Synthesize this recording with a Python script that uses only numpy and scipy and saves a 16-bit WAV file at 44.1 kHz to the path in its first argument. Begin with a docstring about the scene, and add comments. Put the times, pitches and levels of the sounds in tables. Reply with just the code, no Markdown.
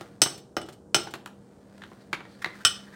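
"""On a kitchen counter, a metal spoon stirs thick sugary paste in a small glass bowl held by one hand.
Impact on bare glass excites the bowl's modes in a clink, and the bowl thumps the counter; cushioned by
paste, the spoon only knocks dully. The sugar grinds softly, crackles as it tears off the spoon and
scrapes along the wall. A small room reverberates and an appliance hums; the sound is close and mono."""
import sys
import numpy as np
from scipy import signal
from scipy.fft import rfft, irfft, next_fast_len
from scipy.io import wavfile
from scipy.ndimage import uniform_filter1d, map_coordinates

SR = 44100
rng = np.random.default_rng(int(sys.argv[2]) if len(sys.argv) > 2 else 0)


def master(y):
    """Save y as 16-bit WAV."""
    cut = np.clip(np.atleast_2d(y).T, -1, 1)
    pcm = np.round(cut * 32767)  # scale
    wavfile.write(sys.argv[1], SR, pcm.astype(np.int16))


N = 130095

# friction spectrum of wet sugar (frequency [Hz], relative level [dB])
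SUGAR_SPECTRUM = [(300, -13.5), (900, -0.5), (1700, 3), (2600, -6.5), (4500, -6.5), (7000, -14),
                  (9000, -12.5), (11000, -22), (15000, -20.5)]


def amp(db):
    """Decibels to amplitude ratio."""
    return 10 ** (np.asarray(db) / 20)


def along(points, hz):
    """Interpolation of (frequency, value) points on a logarithmic frequency axis."""
    f, v = np.transpose(points)
    return np.interp(np.log(hz + 1), np.log(f + 1), v)


def resonance(hz, centre_hz, half_width_oct):
    """A Lorentzian peak of height 1 in log frequency."""
    return 1 / (1 + (np.log2((hz + 1) / centre_hz) / half_width_oct) ** 2)


def wobble(rate):
    """Slow random modulation: a spline through `rate` knots a second."""
    knots = rng.standard_normal(int(N * rate / SR) + 4)
    return map_coordinates(knots, [np.arange(N) * rate / SR])


def coloured(x, spectrum):
    """Spectral shaping of x by a dB function of frequency, scaled to rms 1."""
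    size = next_fast_len(len(x))
    gain = amp(spectrum(np.fft.rfftfreq(size, 1 / SR)))
    shaped = irfft(rfft(x, size) * gain, size)[:len(x)]
    return shaped / np.sqrt(np.mean(shaped ** 2) + 1e-20)


def burst(t, spectrum, t60_s, rise_s=1e-4):
    """Modal overlap: dense, heavily damped vibrations merge into exponentially decaying noise."""
    envelope = amp(-60 * t / t60_s) * (1 - np.exp(-t / rise_s))
    magnitude = amp(spectrum(np.fft.rfftfreq(len(t), 1 / SR)))
    x = coloured(rng.standard_normal(len(t)), spectrum) * envelope
    for _ in range(3):  # impose spectrum and envelope in turn to even out random peaks
        x = irfft(magnitude * np.exp(1j * np.angle(rfft(x))), len(t))
        x = envelope * x / np.sqrt(np.abs(uniform_filter1d(x * x, size=300)) + 1e-20)
    return x


def add(track, start_s, x):
    """Superposition of x on the track."""
    part = track[max(round(start_s * SR), 0):][:len(x)]
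    part += x[:len(part)]


def kitchen(x, direct_db=0):
    """Reverberation: direct sound, early reflections from counter and jars, and a short diffuse tail."""
    # reverberation time of the room (frequency [Hz], T60 [s])
    decay_times = [(100, 0.78), (400, 0.59), (1500, 0.3), (4000, 0.35), (8000, 0.28)]
    tail_db, tail_rise_s, early_db, echoes = -10, 0.0069, -7.5, 12
    hz, t, noise = signal.stft(rng.standard_normal(SR // 2), SR, nperseg=256)
    tail = signal.istft(noise * amp(-60 * t / along(decay_times, hz)[:, None]), SR, nperseg=256)[1]
    tail *= 1 - np.exp(-np.arange(len(tail)) / SR / tail_rise_s)
    response = amp(tail_db) * tail / np.linalg.norm(tail)
    delays_s = .003 + .016 * rng.random(echoes)
    response[(delays_s * SR).astype(int)] += amp(early_db) * rng.choice([-1, 1], echoes) / np.sqrt(echoes)
    response[0] += amp(direct_db)
    return signal.fftconvolve(x, response)[:len(x)]


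def appliance():
    """Tones over broadband noise: a hum, slightly modulated in level and phase, in steady room air."""
    # partials of the hum (frequency [Hz], level [dB])
    partials = [(119, -67), (199, -55), (392, -65), (473, -62.5)]
    # spectrum of the room air (frequency [Hz], relative level [dB])
    air_spectrum = [(25, -30.5), (58, -16), (160, -10.5), (300, -13), (430, -18.5), (600, -18), (1100, -32),
                    (1550, -36), (2100, -55), (4000, -52.5), (5400, -47), (9200, -44.5), (10200, -57),
                    (16000, -60)]
    waver_db, air_db = 2.5, -54
    t = np.arange(N) / SR
    hum = sum(amp(db + waver_db * wobble(9.7)) * np.sin(2 * np.pi * hz * t + 0.48 * wobble(7.1))
              for hz, db in partials)
    return hum + amp(air_db) * coloured(rng.standard_normal(N), lambda hz: along(air_spectrum, hz))


def grinding():
    """Shot noise: wet sugar grains crushed under the moving spoon each give a random impulse."""
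    # envelope of the stirring (time [s], relative level [dB])
    stirring = [(0, -49), (0.182, -66.5), (0.503, -77.5), (0.852, -78.5), (1.151, -76), (1.451, -70.5),
                (1.62, -70), (1.781, -63.5), (2.05, -66.5), (2.2, -63), (2.401, -55.5), (2.8, -54.5),
                (2.95, -59.5)]
    grains_per_s, spread_db, gain_db, waver_db = 1800, 5, -3.5, 2.2
    impulses = (rng.random(N) < grains_per_s / SR) * rng.choice([-1, 1], N)
    grains = impulses * amp(spread_db * rng.standard_normal(N))
    level_db = np.interp(np.arange(N) / SR, *np.transpose(stirring)) + gain_db + waver_db * wobble(5.7)
    return kitchen(coloured(grains, lambda hz: along(SUGAR_SPECTRUM, hz)) * amp(level_db))


def knocks():
    """Cushioned impact: paste softens the blow to a snap, a broad resonance and a short pitched core."""
    # blows through paste (time [s], level [dB], pitch [Hz], resonance height [dB],
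    # treble cutoff [Hz], rise time [s], thump level [dB])
    blows = [(.0095, -36, 1460, 0, 6670, 0.00034, -33.5), (.260, -25, 1290, 0.5, 5000, 0.00048, -27.5),
             (0.685, -38, 776, 2, 7000, 0.004, -37), (0.9603, -26, 1350, 5.5, 6000, 0.00023, -22.5),
             (1.070, -28, 790, 13.5, 6130, 0.0035, -36), (1.138, -27, 1386, 8, 8100, 0.00036, -33),
             (1.2598, -31.5, 1445, 11, 11360, 0.0002, -41), (1.818, -35, 1766, 12, 4860, 0.0025, -46.5),
             (1.837, -37, 1700, 16, 4510, 0.00046, -48.5), (1.916, -44.5, 1033, 13, 2100, 0.00073, -44),
             (2.1296, -22, 1610, 4.5, 5180, 0.00031, -31), (2.133, -23.5, 2305, 16.5, 2480, 0.00025, -35),
             (2.204, -35.5, 1510, 6.5, 2630, .0025, -40), (2.252, -45, 1870, 18, 4080, 0.00066, -47),
             (2.4446, -20, 2018, 14.5, 3780, 0.00041, -38), (2.460, -31.5, 2010, 15, 3850, 0.00016, -33)]
    # spectrum of a knock before cutoff and resonance (frequency [Hz], relative level [dB])
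    knock_spectrum = [(200, -16.5), (600, -16), (850, 2.5), (1200, 5), (2300, -2.5), (2800, -3), (3900, -3),
                      (5000, -9), (7000, -9), (15000, -13.5)]
    snap_db, core_db, core_t60_s, half_width_oct = -7, -19, .04, .22
    out, t = np.zeros(N), np.arange(SR // 2) / SR
    dulled = lambda f, hz: along(knock_spectrum, f) - 10 * np.log10(1 + (f / hz) ** 4)
    for start_s, db, hz, peak_db, cutoff_hz, rise_s, thump_db in blows:
        snap = amp(snap_db) * burst(t, lambda f: dulled(f, 2 * cutoff_hz), t60_s=0.0079, rise_s=rise_s)
        core_envelope = amp(core_db + peak_db - 60 * t / core_t60_s) * (1 - np.exp(-t / rise_s))
        core = core_envelope * np.sin(2 * np.pi * hz * t)
        peaks = lambda f: resonance(f, hz, half_width_oct) + .55 * resonance(f, 2 * hz, half_width_oct)
        body = burst(t, lambda f: dulled(f, cutoff_hz) + peak_db * peaks(f), t60_s=0.031, rise_s=rise_s)
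        knock = amp(db) * (snap + core + body) + amp(thump_db) * thump(t)
        add(out, start_s, kitchen(knock, direct_db=-0.5))
    return out


def thump(t, tilt_db_per_oct=0, boom_db=0):
    """Structure-borne sound: the bowl's foot jolts the counter, which booms in the bass."""
    # spectrum of the jolt (frequency [Hz], relative level [dB])
    jolt_spectrum = [(25, -34.5), (50, -29), (80, -10.5), (140, 3), (230, -7), (340, 7), (470, -3),
                     (800, 0), (1050, -13), (1300, -4.5), (1600, -9.5), (3000, -39.5)]
    knee_hz, boom_hz = 200, 110
    tilt = lambda f: tilt_db_per_oct * np.log2(np.maximum(f, knee_hz))
    boom = lambda f: boom_db / (1 + (f / boom_hz) ** 4)
    return burst(t, lambda f: along(jolt_spectrum, f) + tilt(f) + boom(f), t60_s=0.057, rise_s=0.0013)


def clinks():
    """Modal excitation: metal on bare glass clacks, thumps and rings; the spot struck weights the modes."""
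    # strikes on glass (time [s], five ring levels at ring_hz [dB], clack level [dB],
    # clack tilt [dB/octave], thump level [dB], thump tilt [dB/octave], counter boom [dB])
    strikes = [(.2178, -35.5, -24, -13, -12.5, -9, -11.5, 2.5, -18.5, 2, 1),
               (.567, -29.5, -36, -30, -41, -42, -30, -3.5, -20.5, 0.88, -7.5),
               (0.615, -57, -40, -60, -70, -42, -44, -4, -42, -1.1, -6),
               (.9453, -17, -19.5, -13.5, -18, -18, -15.5, 0.5, -19, 1.5, -8.5),
               (2.65, -15, -12, -13, -22.5, -11.5, -15, 0.7, -32.5, -1.9, 24)]
    # points across the ring's spectrum (frequency [Hz])
    ring_hz = [1400, 3000, 5350, 6100, 8100]
    # hand-damped bowl modes, mostly in close pairs (frequency [Hz], relative level [dB], T60 [s])
    modes = [(1240, -10, .06), (1385, 0, .07), (1915, -12, .07), (2480, -12, .06), (3000, -3.5, .11),
             (3180, -7, .08), (3500, -10, .07), (4420, -11, .06), (5210, -5, .05), (5350, -1, .052),
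             (5900, -9, .06), (6150, -7, .06), (7970, -7, .05), (8120, -2, .062)]
    # spectrum of the hard contact (frequency [Hz], relative level [dB])
    clack_spectrum = [(200, -18.5), (700, -13.5), (1900, 2.5), (2600, 4), (3400, 4.5), (4500, 3.5),
                      (4900, -1.5), (6000, 7.5), (6900, -8.5), (8000, -8.5), (9500, -7), (10800, -16),
                      (15000, -15.5)]
    scatter_db = 1.2
    out, t = np.zeros(N), np.arange(SR // 2) / SR
    hz, mode_db, t60_s = np.transpose(modes)[:, :, None]
    line_width_hz = 36 * (hz / 3000) ** .6  # the spoon chatters on the wall and blurs each mode
    phase_step = np.sqrt(2 * np.pi * line_width_hz / SR)
    for start_s, *ring_db, clack_db, clack_tilt, thump_db, thump_tilt, boom_db in strikes:
        levels_db = mode_db + np.interp(hz, ring_hz, ring_db) + scatter_db * rng.standard_normal(hz.shape)
        phase = 2 * np.pi * (hz * t + rng.random(hz.shape))
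        phase += phase_step * rng.standard_normal(phase.shape).cumsum(1)
        ring = (amp(levels_db - 60 * t / t60_s) * np.sin(phase)).sum(0)
        clack = burst(t, lambda f: along(clack_spectrum, f) + clack_tilt * np.log2(f + 1), t60_s=0.045)
        clink = ring + amp(clack_db) * clack + amp(thump_db) * thump(t, thump_tilt, boom_db)
        add(out, start_s, kitchen(clink))
    return out


def crackles():
    """Adhesive failure: sticky sugar lets go of the spoon in short showers of tiny clicks."""
    # sugar tearing away (time [s], level [dB])
    tears = [(.347, -47), (.376, -43.5), (0.66, -50.5), (.686, -45), (.724, -45), (1.016, -50),
             (1.031, -42), (1.106, -45)]
    # spectrum of the clicks (frequency [Hz], relative level [dB])
    click_spectrum = [(800, -16), (3000, 5.5), (6500, -2), (8300, 1), (10500, -10.5), (15000, -9.5)]
    clicks_per_s, t60_s, rise_s = 4000, .06, .003
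    out, t = np.zeros(N), np.arange(SR // 8) / SR
    for start_s, db in tears:
        clicks = (rng.random(len(t)) < clicks_per_s / SR) * rng.standard_normal(len(t))
        envelope = amp(db - 60 * t / t60_s) * (1 - np.exp(-t / rise_s))
        add(out, start_s, envelope * coloured(clicks, lambda hz: along(click_spectrum, hz)))
    return kitchen(out)


def scrapes():
    """Sliding friction: the coated spoon drags on the wall, and noise swells and fades in one resonance."""
    # short wet drags (peak time [s], 1/e half-length [s], level [dB], pitch [Hz])
    drags = [(2.017, 0.013, -60, 4400), (2.318, 0.058, -61.5, 4300), (2.424, 0.0046, -34.5, 1840),
             (2.556, 0.0046, -47, 1620), (2.612, 0.0089, -48.5, 1490), (2.88, 0.011, -55, 1720),
             (2.939, 0.017, -51, 1810)]
    skirt_db, half_width_oct = -11, 0.26
    out, t = np.zeros(N), np.arange(SR // 4) / SR
    middle_s = t.mean()
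    for peak_s, half_length_s, db, hz in drags:
        spectrum = lambda f: along(SUGAR_SPECTRUM, f) + skirt_db * (1 - resonance(f, hz, half_width_oct))
        envelope = amp(db) * np.exp(-((t - middle_s) / half_length_s) ** 2)
        add(out, peak_s - middle_s, envelope * coloured(rng.standard_normal(len(t)), spectrum))
    return kitchen(out)


def scene():
    """Superposition: all sources add and reach both channels alike."""
    return np.tile(clinks() + knocks() + crackles() + grinding() + scrapes() + appliance(), (2, 1))


def record(dry):
    """Band limiting and soft saturation: deep bass and top treble are cut, the highest peaks rounded."""
    low_cut_hz, ceiling, top_hz, edge_hz = 49, .9, 16800, 1000
    lean = signal.sosfilt(signal.butter(3, low_cut_hz, "high", fs=SR, output="sos"), dry)
    rounded = lean / (1 + np.abs(lean / ceiling) ** 6) ** (1 / 6)
    size = next_fast_len(N + SR // 2)
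    passband = np.clip((top_hz - np.fft.rfftfreq(size, 1 / SR)) / edge_hz, 0, 1) ** 2
    return irfft(rfft(rounded, size) * passband, size)[:, :N]


dry = scene()
out = record(dry)
master(out)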